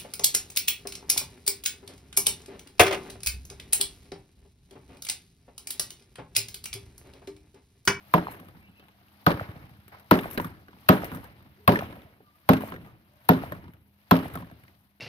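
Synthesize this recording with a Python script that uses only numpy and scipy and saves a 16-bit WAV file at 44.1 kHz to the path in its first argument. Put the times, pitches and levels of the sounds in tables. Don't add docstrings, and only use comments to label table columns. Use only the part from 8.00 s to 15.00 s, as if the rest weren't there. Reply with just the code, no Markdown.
import sys
import numpy as np
from scipy import signal
from scipy.io import wavfile

SR = 44100
rng = np.random.default_rng(int(sys.argv[2]) if len(sys.argv) > 2 else 0)


def attenuation_scalar(level_db):
    decades = np.asarray(level_db, float) / 20
    return 10 ** decades


def inscribe(sig):
    pcm = np.round(np.clip(np.atleast_2d(sig).T, -1, 1) * 32767)
    wavfile.write(sys.argv[1], SR, pcm.astype(np.int16))


N = 308700

# start_s, peak_db, crack_brightness_db, upper_boom_db, pipe_return_db
BLOWS = [
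    (0.138, -6, 0.5, -9, -31.5),
    (1.265, -4.5, -2.5, -13.5, -16.5),
    (2.111, -2, 1.5, 6.5, -49.5),
    (2.889, 0, 3, 1, -26),
    (3.677, -2, 2, 7, -25),
    (4.49, -3, 3.5, 13, -24),
    (5.29, -4.5, 5.5, 11.5, -22),
    (6.111, -3, 1, 11, -23),
]
# log_low_modes_db, log_high_modes_db, sleeve_db, lower_boom_db, near_wall_db
LANDING = [(9, -8, -15, -11, 4), (-5.5, 4.5, 4, -8, 1), (-1.5, -3.5, -6, 3, -6), (-3.5, 0, -0.5, 4.5, -12),
           (0, -13.5, 3, -7.5, -4), (-1.5, -1, -5.5, -11, -12), (2.5, 5, 4.5, -2, -7), (0, 2, 2.5, -8, -13)]


def rms_one(x):
    return x / np.sqrt(np.mean(x ** 2) + 1e-20)


def at_hz(points, hz, column=1):
    points = np.array(points)
    return np.interp(np.log(hz), np.log(points[:, 0]), points[:, column])


def power_of(db):
    return attenuation_scalar(2 * db)


def clicks(times, gains):
    out = np.full(N, 1e-18)
    np.add.at(out, np.clip((np.asarray(times) * SR).astype(int), 0, N - 1), gains)
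    return out


def fade(x, t60):
    return signal.lfilter([1], [1, -attenuation_scalar(-60 / (t60 * SR))], x)


def ring(x, hz, t60):
    r, w = attenuation_scalar(-60 / (t60 * SR)), 2 * np.pi * hz / SR
    return signal.lfilter([0, np.sin(w)], [1, -2 * r * np.cos(w), r * r], x)


def resonance(x, hz, width_hz):
    r = np.exp(-np.pi * width_hz / SR)
    feedback = [1, -2 * r * np.cos(2 * np.pi * hz / SR), r * r]
    return signal.lfilter(np.array([1, 0, -1]) * (1 - r * r) / 2, feedback, x)


def later(x, seconds):
    return np.interp(np.arange(N) - seconds * SR, np.arange(N), x, left=0)


def drift(rate):
    r = np.exp(-40 * np.pi * rate / SR)
    slow = signal.lfilter([1], [1, -2 * r, r * r], rng.standard_normal(N // 20 + 2002))[2000:]
    return np.interp(np.arange(N) / 20, np.arange(len(slow)), rms_one(slow))


def crack():
    # pitch_hz, level_db, t60_s
    log_tones = [(730.7, -16.5, 0.096), (880, -20.5, .05), (1028.6, -9, 0.041), (1180, -18, 0.038),
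                 (1320, -11.5, 0.036), (1483, -12.5, 0.03), (1600, -22, 0.0068), (1790, -15.5, 0.011),
                 (2390, -26, 0.0048), (2637, -18, 0.023), (3330, -19, 0.012), (4220, -17, 0.016)]
    s, peak_db = np.transpose(BLOWS)[:2]
    low_db, high_db, sleeve_db, _, _ = np.transpose(LANDING)
    out = np.zeros((2, N))
    luck = rng.standard_normal((len(s), 4, len(log_tones)))
    for k, (hz, db, t60) in enumerate(log_tones):
        landing_db = low_db if hz < 1240 else high_db if hz < 2100 else sleeve_db
        struck_db = peak_db + db + landing_db
        start = s - 0.0008 + 1.6 / hz + 0.00022 * luck[:, 0, k]
        for port in range(2):
            gain = attenuation_scalar(struck_db + 1.5 * luck[:, 1, k] + 2.0 * luck[:, 2 + port, k])
            gain = gain * (-1) ** k
            out[port] += ring(clicks(start + 0.00008 * luck[:, 3 - port, k], gain), hz, t60)
    return out


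def landing_knock():
    # lower_hz, lower_db, upper_hz, upper_db, t60_s
    knock_tones = [(950, -9.5, 930, -13.5, .04), (1224, -6, 1500, -17.5, .04),
                   (988, -4.5, 1400, -12.5, 0.037), (635, -12.5, 1250, -12.5, 0.11),
                   (1060, -6, 1100, -9.5, 0.049), (770, -16.5, 1070, -9.5, .05),
                   (930, -8.5, 1800, -9.5, .045), (1048, -2, 950, -9, 0.036)]
    rise_s, port_lag_s, low_late_s = 0.00073, 0.00008, 0.0015
    out = np.zeros((2, N + 4000))
    span = np.arange(4000) / SR

    def struck(t, hz, db, t60):
        return (1 - np.exp(-t / rise_s)) * np.sin(2 * np.pi * hz * t) * attenuation_scalar(db - 60 * t / t60)

    t = np.maximum(span - np.array([[0], [port_lag_s]]), 0)
    for (s, *_), (low_hz, low_db, high_hz, high_db, t60) in zip(BLOWS, knock_tones):
        lower = struck(np.maximum(t - low_late_s, 0), low_hz, low_db, t60)
        upper = struck(t, high_hz, high_db, t60 * 0.82)
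        out[:, int(s * SR):int(s * SR) + 4000] += lower + upper
    return out[:, :N]


def boom():
    # pitch_hz, level_db, t60_s, arrival_s
    pipe_tones = [(110.6, -24, 0.14, 0.0043), (172.5, -5.5, 0.18, 0.0064), (192.2, -13, 0.21, .0072),
                  (261.8, -16.5, 0.25, 0.0095), (301.7, -21, 0.37, .008), (413, -21, 0.26, .0082),
                  (580, -23.5, 0.24, .008), (621.5, -14.5, 0.2, .006)]
    # pitch_hz, level_db, t60_s, arrival_s
    grip_tones = [(212.5, -18, 0.44, 0.0089), (363, -24, 0.23, .008)]
    # near_209_hz_db, near_352_hz_db, near_415_hz_db,
    # near_630_hz_db, main_boom_db
    grip = [(-6, -6.5, -4, 1.5, 2), (-13, 2.5, -9, -4.5, -2), (-8, 8, 1, -0.5, -4.5),
            (-9, 0.5, 3, -2.5, -3), (1, -3.5, 4, -5.5, -1.5), (1.5, -13.5, 2, 3, 2.5), (-7.5, -5, 1, -3, 2),
            (-4.5, -12, 5, 2, 1.5)]
    s, peak_db, _, upper_db, back_db = np.transpose(BLOWS)
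    lower_db = np.array(LANDING)[:, 3]
    out = 0
    luck = rng.standard_normal((len(s), len(pipe_tones)))
    for k, (hz, db, t60, arrival) in enumerate(pipe_tones + grip_tones):
        level_db = peak_db + 2.0 + db + 0.83 * luck[:, k % len(pipe_tones)]
        level_db = level_db + upper_db * (230 < hz < 280) + lower_db * (185 < hz < 200)
        for near_hz, hands_db in zip([209, 352, 415, 630, 172], np.transpose(grip)):
            level_db = level_db + hands_db * (abs(hz / near_hz - 1) < 0.04)
        push = fade(clicks(s + arrival, attenuation_scalar(level_db)), 0.67 / hz) * hz * 3.14 / SR
        out = out + 1.83 * ring(push, hz, t60)
    round_trip_s = 0.0745
    trips = np.arange(1, 10)
    return_s = s[:, None] + 0.001 + round_trip_s * trips
    return_db = back_db[:, None] - 3.75 * trips
    back = clicks(return_s.ravel(), attenuation_scalar(return_db).ravel())
    back = fade(back, 0.023) * 710.0 / SR
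    return out + ring(back, 124, 0.043) + 0.76 * ring(back, 175, 0.037)


def walls():
    # delay_s, level_db, pitch_hz, width_hz
    far_walls = [
        (0.1316, -26, 1150, 483),
        (0.146, -28, 644, 300),
        (0.292, -45.5, 514, 300),
    ]
    # near_hz, second_hz, second_db
    echo = [(1000, 790, 1.5), (1300, 600, 2), (1100, 640, -2.5), (1300, 600, -3), (1150, 680, 0),
            (1300, 610, 0.5), (1320, 670, 0.5), (1389, 670, -4)]
    out = np.zeros(N + 2000)
    click = signal.unit_impulse(2000)
    for (s, peak_db, *_), landing, (near_hz, second_hz, second_db) in zip(BLOWS, LANDING, echo):
        own_pitches, own_levels = [near_hz, second_hz, None], [landing[-1], second_db, 0]
        for (lag, db, hz, width_hz), own_hz, own_db in zip(far_walls, own_pitches, own_levels):
            pitch_hz = own_hz or hz
            slap = resonance(resonance(click, pitch_hz, width_hz), pitch_hz, width_hz)
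            at = int((s + lag) * SR)
            out[at:at + 2000] += attenuation_scalar(peak_db + db + own_db) * SR / width_hz * slap
    return out[:N]


def contacts():
    # first_touch_db, second_touch_db
    rebounds = [(-41, -65), (-31, -43), (-28.5, -30), (-36.5, -37), (-27, -33), (-21.5, -39.5),
                (-30.5, -46), (-26.5, -37)]
    # delay_s, pitch_hz, grit_db, thud_db, snap_db
    touch_kinds = [
        (.0435, 798, -13, -9.5, -14),
        (.078, 750, -26, -29, -9.5),
    ]
    # start_s, peak_db, pitch_hz, thud_db, grit_db
    ground_slaps = [(0.4, -49.5, 1100, 15.5, 0), (0.549, -51.5, 880, 12, -32), (0.686, -56, 850, 15, -19),
                    (2.376, -18.5, 1535, -6, -11.5), (2.399, -24.5, 960, -1, -18),
                    (2.445, -28.5, 1180, 6, -7.5), (2.731, -48, 990, 6.5, -23),
                    (3.117, -31.5, 1070, 8.5, -14), (3.149, -35, 1210, 13, -11), (3.24, -43, 900, -17, -4),
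                    (3.405, -53, 1200, -18, -25.5), (3.927, -39.5, 1025, 5, -30), (4.207, -58, 300, 6, -40),
                    (2.38, -26.5, 580, -3, -16), (3.17, -40, 334, 6, -25), (6.374, -31.5, 1100, -2, -20),
                    (6.343, -36.5, 1300, -2, -22), (4.74, -38.5, 496, -2, -25), (3.972, -58, 600, -1, -30),
                    (4.608, -36, 975, -4, -7), (4.721, -31, 1036, 4, -28), (4.762, -42, 1940, 3, -12),
                    (5.521, -31.5, 614, 2.5, -6.5), (5.642, -45.5, 925, 9, -38),
                    (5.68, -46, 970, 11.5, -26.5), (6.354, -32, 685, 8, -3), (6.405, -50, 1188, 15, -3),
                    (6.422, -43, 1000, 14.5, -30), (6.513, -45, 696, 8, -8.5)]
    # start_s, peak_db, pitch_hz,
    # grit_db, snap_db
    more_ticks = [(0.319, -42, 950, -15, -24), (0.344, -44, 1120, -13, -16),
                  (0.485, -46.5, 1180, -6, -19.5), (0.796, -51.5, 2780, -8, -11.5),
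                  (0.825, -52.5, 770, -29, -23), (0.883, -53, 865, -5.5, -9),
                  (1.013, -57.5, 706, -14, -22), (.853, -60, 740, -30, -25),
                  (1.88, -50.5, 1320, 6.5, -13.5), (1.946, -48, 1020, -31, -23),
                  (1.997, -61.5, 1210, 13, -3), (2.311, -42.5, 1110, 11, -11),
                  (2.683, -45.5, 1510, -24, -20), (2.766, -52, 845, -14, -24), (3.044, -39.5, 1073, 7, -9),
                  (3.79, -31, 1300, -25, -10), (3.76, -34, 1300, -25, -12), (3.771, -27.5, 950, -35, -19),
                  (3.925, -42, 1430, -35, -31), (0.339, -42, 2600, -20, -22), (.395, -49, 2500, -20, -24),
                  (4.019, -52, 2190, -22, -10), (.18, -18.5, 950, -24, -33), (.225, -33, 710, -30, -41),
                  (1.304, -24, 1130, -30, -17.5), (1.316, -24, 1520, -30, -23),
                  (1.398, -44, 2410, -30, -24), (1.489, -41.5, 1220, -30, -32),
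                  (2.14, -24, 1900, -28, -16.5), (2.233, -34, 2450, -30, -17),
                  (2.245, -35, 2400, -30, -21), (2.326, -43, 2400, -25, -14), (3.043, -39, 2400, -32, -25),
                  (3.86, -43, 1300, -30, -24.5), (5.21, -68.5, 953, -7, -14.5),
                  (5.736, -50.5, 2180, -3, -17), (6.166, -34.5, 1150, 0, -7.5), (6.281, -44, 982, -1, -14),
                  (6.636, -52.5, 1507, -1.5, -13), (6.68, -65, 2070, -20, 0.5)]
    rows = []
    for blow, pair in zip(BLOWS, rebounds):
        for db, (lag, *rest) in zip(pair, touch_kinds):
            rows.append((blow[0] + lag, db, *rest))
    for s, db, hz, thud_db, grit_db in ground_slaps:
        rows.append((s, db, hz, grit_db, thud_db, -22))
    for s, db, hz, grit_db, snap_db in more_ticks:
        rows.append((s, db, hz, grit_db, -9.5, snap_db))
    return rows


def small_knocks():
    out = np.zeros(N + 4000)
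    span = np.arange(4000) / SR
    for s, peak_db, hz, _, thud_db, _ in contacts():
        overtone = 0.3 * np.sin(2 * np.pi * 2.9 * hz * span) * attenuation_scalar(-60 * span / 0.015)
        tick = (np.sin(2 * np.pi * hz * span) + overtone) * attenuation_scalar(peak_db - 60 * span * hz / 33.0)
        swell = (1 - np.exp(-span / 0.02)) * attenuation_scalar(peak_db + thud_db + 5.5 - 60 * span / 0.075)
        thud = np.sin(2 * np.pi * 172 * span) + 0.71 * np.sin(2 * np.pi * 255 * span)
        thud = swell * (thud + 0.5 * np.sin(2 * np.pi * 105 * span))
        out[int(s * SR):int(s * SR) + 4000] += tick + thud
    return out[:N]


def clacks():
    # start_s, peak_db, pitch_hz
    clack_events = [(2.189, -29, 1800), (2.188, -34, 3600), (2.375, -25, 1570), (2.374, -32, 3950),
                    (2.398, -27, 986), (2.683, -53, 1500), (3.121, -38, 1000), (3.142, -39, 1300),
                    (3.252, -45, 1600), (3.757, -16, 1790), (3.789, -29, 1750), (4.204, -51.5, 776),
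                    (4.204, -47, 420), (4.573, -38, 2300), (4.607, -39, 970), (4.72, -35, 1340),
                    (4.762, -42, 1900), (5.521, -30.5, 1050), (5.521, -32, 1820), (6.356, -30.5, 1300),
                    (6.425, -42, 1000), (6.153, -34, 1850), (1.946, -46, 1020), (3.035, -36, 1250)]
    rise_s, fall_s = 0.001, 0.0035
    out = np.zeros(N + 1500)
    t = np.arange(1500) / SR
    shape = 2 * (1 - np.exp(-t / rise_s)) * np.exp(-t / fall_s)
    for s, peak_db, hz in clack_events:
        out[int(s * SR):int(s * SR) + 1500] += attenuation_scalar(peak_db) * shape * np.sin(2 * np.pi * hz * t)
    return out[:N]


def stirring():
    # slide_length_s, # rumble_db, scrape_db, grit_db, later_swell_db
    slides = [(0.15, -60, -56.5, -69, -54), (0.14, -56, -51, -70.5, -50), (0.125, -49, -55.5, -49, -48.5),
              (0.059, -46, -54.5, -46, -46), (0.081, -47.5, -64, -72, -48), (.22, -47.5, -58.5, -56, -55),
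              (0.18, -44, -58, -63, -49), (0.19, -46.5, -61.5, -66, -52)]
    # start_s, length_s, rumble_db, scrape_db, grit_db
    other_drags = [(.30, 0.025, -55, -54.5, -46), (.43, 0.17, -50, -68.5, -67.5),
                   (1.5, 0.16, -49.5, -61.5, -71), (1.915, 0.041, -68, -57, -79),
                   (.79, 0.072, -66, -77, -78), (3.23, 0.027, -54.5, -57.5, -59),
                   (3.9, 0.18, -60, -67, -89.5), (4.84, 0.04, -62.5, -62, -67.5),
                   (6.55, 0.31, -67.5, -87, -73), (2.3, 0.048, -48.5, -53, -44),
                   (2.39, 0.062, -40.5, -50.5, -46), (2.67, 0.084, -56.5, -72, -75),
                   (3.035, 0.015, -60, -68, -46), (3.11, 0.052, -43.5, -56, -50.5),
                   (3.41, 0.049, -51.5, -68.5, -82), (4.65, 0.02, -48.5, -53.5, -47),
                   (4.72, 0.14, -46, -77, -82), (5.51, 0.04, -42.5, -57, -62), (5.62, 0.1, -69, -70, -83),
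                   (6.32, 0.097, -44.5, -57, -58)]
    step_db = [2.5, -1, -2.5, 1, -5.5, -2, -0.5, -4.5]
    # time_s, level_db
    fidget = [(0, -69.5), (.6, -70.5), (1.15, -71), (1.8, -69), (2.7, -71), (3.5, -72), (4.3, -78),
              (5.1, -76.5), (5.9, -90), (6.6, -68.5), (7, -82)]
    # rumble_db, scrape_db, rustle_db, grit_db
    fidget_mix_db = [8, -1, -3, -1]
    settle_db_per_s = [75.4, 130, 130, 423]
    swing_db = [-58, -65.5, -67, -62.5]
    swing_rise_db_per_s, attack_s = 61, 0.0089
    drags = list(other_drags)
    for (s, *_), (length, rumble_db, scrape_db, grit_db, later_swell_db) in zip(BLOWS, slides):
        drags.append((s + 0.016, length, rumble_db, scrape_db, grit_db))
        drags.append((s + 0.12, 0.025, later_swell_db + 6.5, later_swell_db, later_swell_db - 6.5))
    start, length, rumble_db, scrape_db, grit_db = np.transpose(drags)[..., None]
    t = np.arange(0, N, 64) / SR
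    attack = np.clip((t - start) / attack_s, 0, 1) ** 2
    since_end = np.maximum(t - start - length, 0)
    to_blow = np.array(BLOWS)[:, :1] - t
    steps = power_of(np.c_[step_db] - swing_rise_db_per_s * np.abs(to_blow))
    swing = np.sum(steps * (to_blow > 0), axis=0)
    fidget_db = np.interp(t, *np.transpose(fidget))
    drag_db = [rumble_db, scrape_db, scrape_db - 11, grit_db]
    layers = []
    for db, settle, step_mix_db, feet_mix_db in zip(drag_db, settle_db_per_s, swing_db, fidget_mix_db):
        power = np.sum(attack * power_of(db - settle * since_end), axis=0)
        power = power + power_of(step_mix_db) * swing + power_of(fidget_db + feet_mix_db)
        layers.append(np.interp(np.arange(N) / SR, t, power))
    return layers


def grains(per_second, spread_db, t60):
    fall = rng.random(N) < per_second / SR
    return fade(fall * attenuation_scalar(spread_db * np.minimum(rng.exponential(1, N), 3)), t60)


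def noise_of_pipe_and_gravel():
    # pitch_hz, crack_db, shudder_db, shudder_t60_s, far_tail_db
    burst = [(40, -73.5, -50.5, .25, -58.5), (66, -60, -45, 0.44, -48), (120, -53, -28.5, 0.3, -51),
             (300, -36, -26, 0.27, -39.5), (670, -17.5, -28, 0.16, -46.5), (1330, -17, -39.5, 0.35, -57),
             (2340, -29, -46.5, 0.12, -52), (4800, -31, -54.5, 0.25, -69.5), (8600, -40.5, -72.5, .2, -70),
             (16100, -35.5, -70, .2, -78)]
    # pitch_hz, level_db (per Hz)
    rumble_colour = [(40, -23), (60, -6.5), (90, 0), (140, -4.5), (200, -11), (300, -9.5), (420, -31)]
    # pitch_hz, level_db (per Hz)
    scrape_colour = [(200, -19.5), (400, -6.5), (700, 2.5), (1300, -0.5), (2200, -4.5)]
    # pitch_hz, level_db (per Hz)
    rustle_colour = [(1500, -11), (2300, 5), (3500, 0.5), (5000, 2), (7500, -14)]
    # pitch_hz, level_db (per Hz)
    grit_colour = [(3000, -12.5), (6000, 2), (8500, 4.5), (11000, -2), (14500, -1.5), (16000, -9)]
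    # pitch_hz, level_db (per Hz)
    slap_colour = [(200, 7), (400, 10.5), (800, -5), (1500, 3.5), (2500, -2.5), (4000, -9), (6500, -16),
                   (16000, -38)]
    # pitch_hz, level_db
    air = [(36, -65), (60, -55.5), (120, -65.5), (400, -77.5), (1500, -70), (4000, -73), (7000, -75),
           (16000, -77.5)]
    # pitch_hz, likeness (0 to 1)
    likeness = [(50, 0.5), (120, .9), (300, 0.99), (700, 0.6), (1500, 0.43), (4000, 0.086), (12000, 0.83)]
    bark_db = [-31, -30.5, -39.5, -28, -49.5, -47.5, -19, -40.5]
    bands = 36 * 2 ** (np.arange(23) / 2.5)
    crack_t60_s, tail_t60_s = 0.022, 0.47

    s, peak_db, bright_db, _, _ = np.transpose(BLOWS)
    at, slap_db, _, slap_grit_db, _, snap_db = np.transpose(contacts())
    rumble, scrape, rustle, grit = stirring()
    hit = clicks(s + 0.0003, power_of(peak_db))
    bright = clicks(s, power_of(peak_db + bright_db))
    splinter = clicks(s - 0.003, power_of(peak_db + bright_db + bark_db))
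    splinter = fade(fade(splinter, 0.0065), 0.0065)
    snap_low = fade(hit, crack_t60_s)
    snap_high = fade(bright, crack_t60_s * 0.38) + splinter
    far = fade(hit, tail_t60_s)
    shake = clicks(s + 0.0039, power_of(peak_db + 5))
    slap_low = fade(clicks(at, power_of(slap_db)), 0.048)
    slap_mid = fade(clicks(at, power_of(slap_db + snap_db + 5.0)), 0.017)
    slap_high = fade(clicks(at, power_of(slap_db + slap_grit_db + 3)), 0.016)
    stones = 1 + 0.3 * grains(90, 8.0, 0.012)
    crunch = 0.35 + grains(260, 7.0, 0.005)
    crunch /= crunch.mean()

    white = rng.standard_normal((2, 2, N))
    together = drift(27)
    out = 0
    for k, (low, high) in enumerate(zip(bands, bands[1:])):
        hz = np.sqrt(low * high)
        top = np.clip(np.log2(hz / 2500) / 1.8, 0, 1)
        band = signal.butter(2, [low, high], "band", fs=SR, output="sos")
        mid, side = signal.sosfilt(band, white[k % 2])
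        shudder_t60 = at_hz(burst, hz, column=3)
        power = power_of(at_hz(burst, hz, column=2) + 24) * fade(shake, shudder_t60 / 2)
        power += power_of(at_hz(burst, hz, column=4) + 24) * far
        power += power_of(at_hz(rumble_colour, hz) + 21) * rumble * (hz < 500)
        power += power_of(at_hz(scrape_colour, hz) + 15) * scrape * (150 < hz < 2500)
        power += power_of(at_hz(rustle_colour, hz) + 9) * rustle * (1400 < hz < 8000)
        power += power_of(at_hz(grit_colour, hz) - 5) * grit * crunch * (hz > 5000)
        power *= stones if hz > 500 else 1
        power += power_of(at_hz(burst, hz) + 18) * ((1 - top) * snap_low + top * snap_high)
        slap = slap_low if hz < 2000 else slap_mid * attenuation_scalar(31.0)
        power += power_of(at_hz(slap_colour, hz) + 2) * slap
        power += power_of(at_hz(grit_colour, hz) - 8) * slap_high * top
        power = fade(power, 1.202 / hz) * hz * 5.33 / SR
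        power = power + power_of(at_hz(air, hz))
        gain = np.sqrt(power / 2) * attenuation_scalar(0.92 * together + 1.6 * drift(30))
        alike = np.clip(at_hz(likeness, hz), 0, 1)
        out = out + gain * (np.sqrt(1 + alike) * mid + np.sqrt(1 - alike) * side * [[1], [-1]])
    return out


def far_tones():
    # pitch_hz, level_db
    hum = [(82, -69.5), (199.2, -67), (410, -98.5)]
    # start_s, end_s, pitch_hz, width_hz, level_db
    whistles = [(.2, .33, 4150, 40, -64), (.6, .7, 2300, 90, -66), (.62, .74, 2800, 500, -69),
                (.72, .88, 2950, 500, -70), (.65, .7, 2630, 120, -70), (.76, .87, 2620, 120, -69),
                (3.57, 3.66, 430, 80, -61), (4.05, 4.09, 630, 90, -63), (4.24, 4.325, 1190, 60, -64),
                (4.33, 4.37, 1190, 60, -66), (4.83, 4.92, 1200, 60, -64), (5.08, 5.26, 590, 50, -72)]
    hum_fade_db_per_s = 0.73
    t = np.arange(N) / SR
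    slow, quick, flutter = drift(2.7), drift(24.62), drift(40)

    def tone(hz, wobble_hz):
        return np.sqrt(2) * np.sin(2 * np.pi * np.cumsum(hz + wobble_hz) / SR)

    out = np.zeros(N)
    for hz, db in hum:
        out += attenuation_scalar(db - hum_fade_db_per_s * t + 2.0 * slow) * tone(hz, 2.3 * drift(4))
    for start, end, hz, width_hz, db in whistles:
        now = slice(int(start * SR), int(end * SR))
        swell = np.nan_to_num(np.sin(np.pi * (t[now] - start) / (end - start)) ** 0.5)
        out[now] += attenuation_scalar(db + 2.5 * flutter[now]) * swell * tone(hz, 0.35 * width_hz * quick[now])
    return out


def scene():
    struck = crack() + landing_knock() + walls() + boom() + small_knocks() + clacks()
    struck = signal.sosfilt(signal.butter(4, 78, "high", fs=SR, output="sos"), struck)
    left, right = struck + noise_of_pipe_and_gravel() + far_tones()
    return np.array([left, later(right, 0.00007)])


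def roll_off(x):
    return signal.sosfilt(signal.butter(12, 17030, fs=SR, output="sos"), x)


def record(dry):
    left, right = dry
    left = left - 0.66 * resonance(left, 7200, 3100)
    left = left + attenuation_scalar(8.5) * resonance(resonance(left, 13560, 6200), 12300, 5600)
    muffled = signal.sosfilt(signal.butter(7, 4100, fs=SR, output="sos"), right)
    right = muffled + attenuation_scalar(-61) * resonance(right, 11500, 5000)
    x = np.array([left, right]) * 1.032
    x = x / (1 + (x / 0.92) ** 4) ** (1 / 4)
    x = signal.sosfilt(signal.cheby2(10, 28, 16000, fs=SR, output="sos"), x)
    x = signal.sosfilt(signal.cheby2(14, 70, 17000, fs=SR, output="sos"), x)
    return roll_off(x)


dry = scene()
out = record(dry)
inscribe(out)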